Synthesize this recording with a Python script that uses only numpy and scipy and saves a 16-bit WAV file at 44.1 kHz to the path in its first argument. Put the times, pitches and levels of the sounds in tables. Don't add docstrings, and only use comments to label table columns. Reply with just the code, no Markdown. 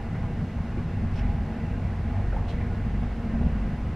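import sys
import numpy as np
from scipy import signal
from scipy.fft import rfft, irfft
from scipy.io import wavfile
from scipy.ndimage import uniform_filter1d

SR = 44100
rng = np.random.default_rng(int(sys.argv[2]) if len(sys.argv) > 2 else 0)


def digitize_waveform(pressure):
    field = np.atleast_2d(pressure).T
    bounded = np.clip(field, -1, 1)
    quanta = np.round(bounded * 32767).astype(np.int16)
    wavfile.write(sys.argv[1], SR, quanta)


N = 174195


def amp(db):
    return 10 ** (np.asarray(db) / 20)


def evened(x):
    return x / np.sqrt(np.mean(x ** 2) + 1e-20)


def read(points, hz, axis=1):
    table = np.array(points)
    return np.interp(np.log(hz + 1), np.log(table[:, 0] + 1), table[:, axis])


def curve(points, axis=1):
    table = np.array(points)
    return np.interp(np.arange(N) / SR, table[:, 0], table[:, axis])


def spectrum(points):
    return lambda hz: amp(read(points, hz)) * (hz > points[0][0]) * (hz < points[-1][0])


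def filtered(x, gain):
    frequencies = np.fft.rfftfreq(x.shape[-1], 1 / SR)
    return irfft(rfft(x) * gain(frequencies), x.shape[-1])


def coloured(x, gain):
    y = filtered(x, gain)
    return y / np.sqrt(np.mean(y[0] ** 2))


def slow(top_hz):
    lowpass = lambda hz: (hz > 0) / (1 + (hz / top_hz) ** 4)
    return evened(filtered(rng.standard_normal(N), lowpass))


# f/Hz, side re mid level/dB, correlation of side and mid [-1 to 1]
MICROPHONE_PAIR = [(100, -81, 0.01), (180, -76, 0.01), (260, -44, -.03), (335, -18.5, -0.16),
                   (503, -22.5, -0.16), (860, -18, -.65), (1300, -17, -.05), (2120, -17.5, -.1),
                   (3360, -7.5, -0.098), (6000, -4, -0.014), (12000, 1, 0.01)]


def pair():
    mid, other = rng.standard_normal((2, N))
    correlation = lambda hz: np.clip(read(MICROPHONE_PAIR, hz, axis=2), -1, 1)
    independent = lambda hz: np.sqrt(1 - correlation(hz) ** 2)
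    side = filtered(mid, correlation) + filtered(other, independent)
    side = filtered(side, lambda hz: amp(read(MICROPHONE_PAIR, hz)))
    return np.array([mid, side])


# t/s, level/dB
ROAR_LEVEL = [(0.05, -42), (1.11, -42), (1.34, -41.5), (1.84, -41.5), (2.29, -41), (2.71, -41), (3.95, -41)]
# f/Hz, relative level/dB
ROAR_SPECTRUM = [(150, -8.5), (270, 2), (427, -4.5), (560, -6), (880, -10), (1190, -13.5), (2100, -17),
                 (2520, -20), (3100, -28), (4000, -39.5), (6000, -57.5)]
# centre f/Hz, width at half the lift f/Hz, lift level/dB
PANEL_RESONANCES = [(469.4, 8.6, 9), (704, 35, 4.5), (800, 21, 0.5), (1034, 77, 3.5), (1277, 35, 3),
                    (1455, 25, 7.5), (1590, 21, 6.5), (1698, 72, 3), (1826, 26, 6), (2000, 45, 7.5),
                    (2214, 39, 4.5), (2724, 37, 8.5), (2910, 30, 8.5), (372.7, 6.3, 3)]
PATCH_DB, FLICKER_DB = 1, 0.14


def roar():
    bins = signal.stft(pair(), nperseg=512, noverlap=384)[2]
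    patches = rng.standard_normal(bins.shape[1:])
    patches = uniform_filter1d(patches, size=7, axis=0)
    patches = evened(uniform_filter1d(patches, size=25, axis=1))
    patchy = signal.istft(bins * amp(PATCH_DB * patches), nperseg=512, noverlap=384)[1][:, :N]

    def tone(hz):
        lift = sum(db / (1 + (2 * (hz - f) / width) ** 2) for f, width, db in PANEL_RESONANCES)
        return spectrum(ROAR_SPECTRUM)(hz) * amp(lift)

    return amp(curve(ROAR_LEVEL) + FLICKER_DB * slow(28.0)) * coloured(patchy, tone)


# t/s, level/dB
BOOM_LEVEL = [(0, -35.5), (.2, -29), (.5, -31), (.9, -30), (1.25, -30), (1.45, -31.5), (1.54, -35.5),
              (1.68, -28.5), (2.05, -33), (2.35, -30.5), (2.5, -31.5), (2.99, -29.5), (3.22, -34),
              (3.44, -25), (3.6, -33), (3.8, -30.5), (3.95, -30)]
# f/Hz, relative level/dB
BOOM_SPECTRUM = [(15, 3.5), (25, -12.5), (31, -4.5), (38, -12), (55, -5), (66, -2.5), (80, -4.5),
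                 (95, -4.5), (110, -6), (140, -7), (152, -7), (172, -6.5), (190, -11.5), (260, -26.5),
                 (400, -90)]
BOOM_FLUTTER_DB, BOOM_FLUTTER_HZ = 1.5, 26


def boom():
    level = curve(BOOM_LEVEL) + BOOM_FLUTTER_DB * slow(BOOM_FLUTTER_HZ)
    return amp(level) * coloured(pair(), spectrum(BOOM_SPECTRUM))


# t/s, second-order f/Hz, common level of orders 1-3/dB, fourth-order level/dB
HUM_COURSE = [(0, 46.4, -34.5, -38), (.35, 46.63, -42, -34.5), (.62, 46.56, -36, -39),
              (.9, 45.84, -46, -34.5), (1.05, 46.32, -46, -29.5), (1.25, 46.46, -27, -32.5),
              (1.6, 46.62, -40, -36.5), (1.85, 46.6, -36.5, -34), (2.1, 47.33, -30, -37.5),
              (2.19, 47.36, -32.5, -22.5), (2.28, 47.4, -28, -40), (2.55, 47.6, -34.5, -33),
              (2.85, 47.38, -33, -36), (3.06, 47.48, -27.5, -38), (3.2, 47.3, -35.5, -53),
              (3.55, 49.18, -26.5, -43.5), (3.95, 47.7, -37.5, -38.5)]
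# multiple of the second-order frequency, level re common level/dB, rms waver/dB
LOWER_ORDERS = [(.5, -11.5, 0), (1, -1.9, 2), (1.5, -6.5, 4.5)]
WOBBLE = .03


def hum():
    turns = np.cumsum(curve(HUM_COURSE) * (1 + WOBBLE * slow(4.65))) / SR
    lower = 0
    for multiple, db, waver_db in LOWER_ORDERS:
        sine = np.sin(2 * np.pi * (multiple * turns + rng.random()))
        lower = lower + amp(db + waver_db * slow(4.3)) * sine
    fourth = amp(curve(HUM_COURSE, axis=3)) * np.sin(2 * np.pi * (2 * turns + rng.random()))
    mid = np.sqrt(2) * (amp(curve(HUM_COURSE, axis=2)) * lower + fourth)
    return np.outer([1, 0], mid)


# t/s, level/dB
DRONE_LEVEL = [(0, -40.5), (.3, -41), (.45, -36.5), (.65, -38), (.92, -42), (1.0, -32), (1.15, -38.5),
               (1.5, -33.5), (1.9, -40.5), (2.14, -35.5), (2.32, -42.5), (2.52, -39.5), (2.8, -36),
               (3.2, -37), (3.34, -42), (3.43, -32.5), (3.58, -36), (3.95, -39)]
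# f/Hz, relative level/dB
DRONE_SPECTRUM = [(150, -40), (190, -8), (202, -2.5), (214, -1.5), (236, 0), (248, -4), (262, -13),
                  (320, -40)]


def drone():
    return amp(curve(DRONE_LEVEL)) * coloured(pair(), spectrum(DRONE_SPECTRUM))


# t/s, level/dB
WALL_LEVEL = [(0, -48), (.6, -54), (1.15, -52.5), (1.3, -45), (1.45, -49), (1.6, -48.5), (2.05, -52),
              (2.17, -41), (2.25, -54.5), (3, -51), (3.45, -55.5), (3.95, -54)]
# f/Hz, relative level/dB
WALL_SPECTRUM = [(560, -29), (650, -6.5), (680, -1.3), (750, -11.5), (820, 0), (880, -11.5), (950, -35)]


def wall():
    return amp(curve(WALL_LEVEL)) * coloured(pair(), spectrum(WALL_SPECTRUM))


# start t/s, nominal level/dB, centre f/Hz, width at half gain f/Hz, 60 dB decay t/s
KNOCK_EVENTS = [(0.091, -32.5, 164, 34, 0.73), (.15, -45.5, 1450, 1300, 0.23), (.771, -33.5, 400, 250, .17),
                (.772, -48, 2200, 700, .2), (.788, -44, 1100, 1100, .2), (1.185, -45.5, 1870, 1299, 0.74),
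                (2.132, -46, 747.6, 432, 0.25), (2.189, -41, 748, 378, 0.13), (2.322, -38.5, 1450, 300, .1),
                (2.327, -33, 640, 350, .1), (2.344, -36, 600, 300, .08), (2.363, -33, 830, 250, .11),
                (2.364, -45, 1600, 1000, .15), (2.452, -39.5, 704, 430.5, 0.16),
                (2.607, -41, 1922, 800, 0.14), (3.029, -43, 600, 315, 0.23), (3.255, -27.5, 226, 24, .5),
                (3.335, -27.5, 236, 24, .5), (2.388, -43, 1050, 300, .1), (2.745, -49, 902, 648.1, .15),
                (3.341, -42, 646.5, 350, 0.26), (3.405, -46, 189.4, 80, 0.68), (3.41, -36, 547, 593, .35),
                (3.46, -48, 699.4, 499.7, 0.17)]
KNOCK_RISE_S = 0.0022
KNOCK_RING = .85


def knocks():
    t, noise, out = np.arange(N) / SR, pair(), np.zeros((2, N))
    for start, db, centre, width, t60 in KNOCK_EVENTS:
        first = round(start * SR)
        age = t[:SR // 2][:N - first]
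        span = slice(first, first + len(age))
        band = coloured(noise[:, span], lambda f: 1 / (1 + (2 * (f - centre) / width) ** 4))
        envelope = abs(signal.hilbert(band[0])) + .1
        ringing = np.sqrt(2) ** KNOCK_RING * band / envelope ** KNOCK_RING
        out[:, span] += np.minimum(age / KNOCK_RISE_S, 1) * amp(db - 60 * age / t60) * ringing
    return out


# hold start t/s, level/dB, rise constant t/s, hold t/s, fall constant t/s,
# centre of spectral lift f/Hz, lift level/dB
GUST_EVENTS = [(1.172, -50.8, .026, .02, .018, 5400, 7.5), (2.488, -50, .008, .025, .03, 3900, 5.5),
               (1.295, -60, .006, .01, .015, 3500, 4)]
# f/Hz, relative level/dB
GUST_SPECTRUM = [(1300, -16), (2100, -4), (2850, 0), (3600, -9), (5400, -15.5), (7000, -23), (10000, -30),
                 (13000, -44)]
GUST_WIDTH_HZ = 500
GUST_FLUTTER_DB, GUST_FLUTTER_HZ = 1.5, 90


def gusts():
    t, noise, out = np.arange(N) / SR, pair(), 0
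    for start, db, rise, hold, fall, lift_hz, lift_db in GUST_EVENTS:
        before, after = np.maximum(start - t, 0), np.maximum(t - start - hold, 0)
        shape = np.exp(-before / rise - after / fall)

        def tone(hz):
            lift = lift_db * np.exp(-((hz - lift_hz) / GUST_WIDTH_HZ) ** 2)
            return spectrum(GUST_SPECTRUM)(hz) * amp(lift)

        level = db + GUST_FLUTTER_DB * slow(GUST_FLUTTER_HZ)
        out = out + amp(level) * shape * coloured(noise, tone)
    return out


# centre t/s, level/dB, centre f/Hz, 1/e half-width f/Hz
TICK_EVENT = (2.373, -71, 11500, 5000)
TICK_S = .007


def tick():
    centre_s, db, hz, width = TICK_EVENT
    shape = np.exp(-((np.arange(N) / SR - centre_s) / TICK_S) ** 2)
    return amp(db) * shape * coloured(pair(), lambda f: np.exp(-((f - hz) / width) ** 2))


# f/Hz, relative level/dB
AIR_SPECTRUM = [(2000, -13.5), (3300, -0.5), (4800, -4.5), (6000, -8.5), (7500, -13.5), (10000, -18),
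                (13000, -23), (15200, -30)]
AIR_DB = -63


def air():
    return amp(AIR_DB + 0.15 * slow(14)) * coloured(pair(), spectrum(AIR_SPECTRUM))


def scene():
    mid, side = roar() + boom() + hum() + drone() + wall() + knocks() + gusts() + tick() + air()
    return np.array([mid + side, mid - side])


EDGE_HZ = 15100


def record(dry):
    lowpass = signal.ellip(8, .1, 60, EDGE_HZ, fs=SR, output="sos")
    return signal.sosfiltfilt(lowpass, dry)


dry = scene()
out = record(dry)
digitize_waveform(out)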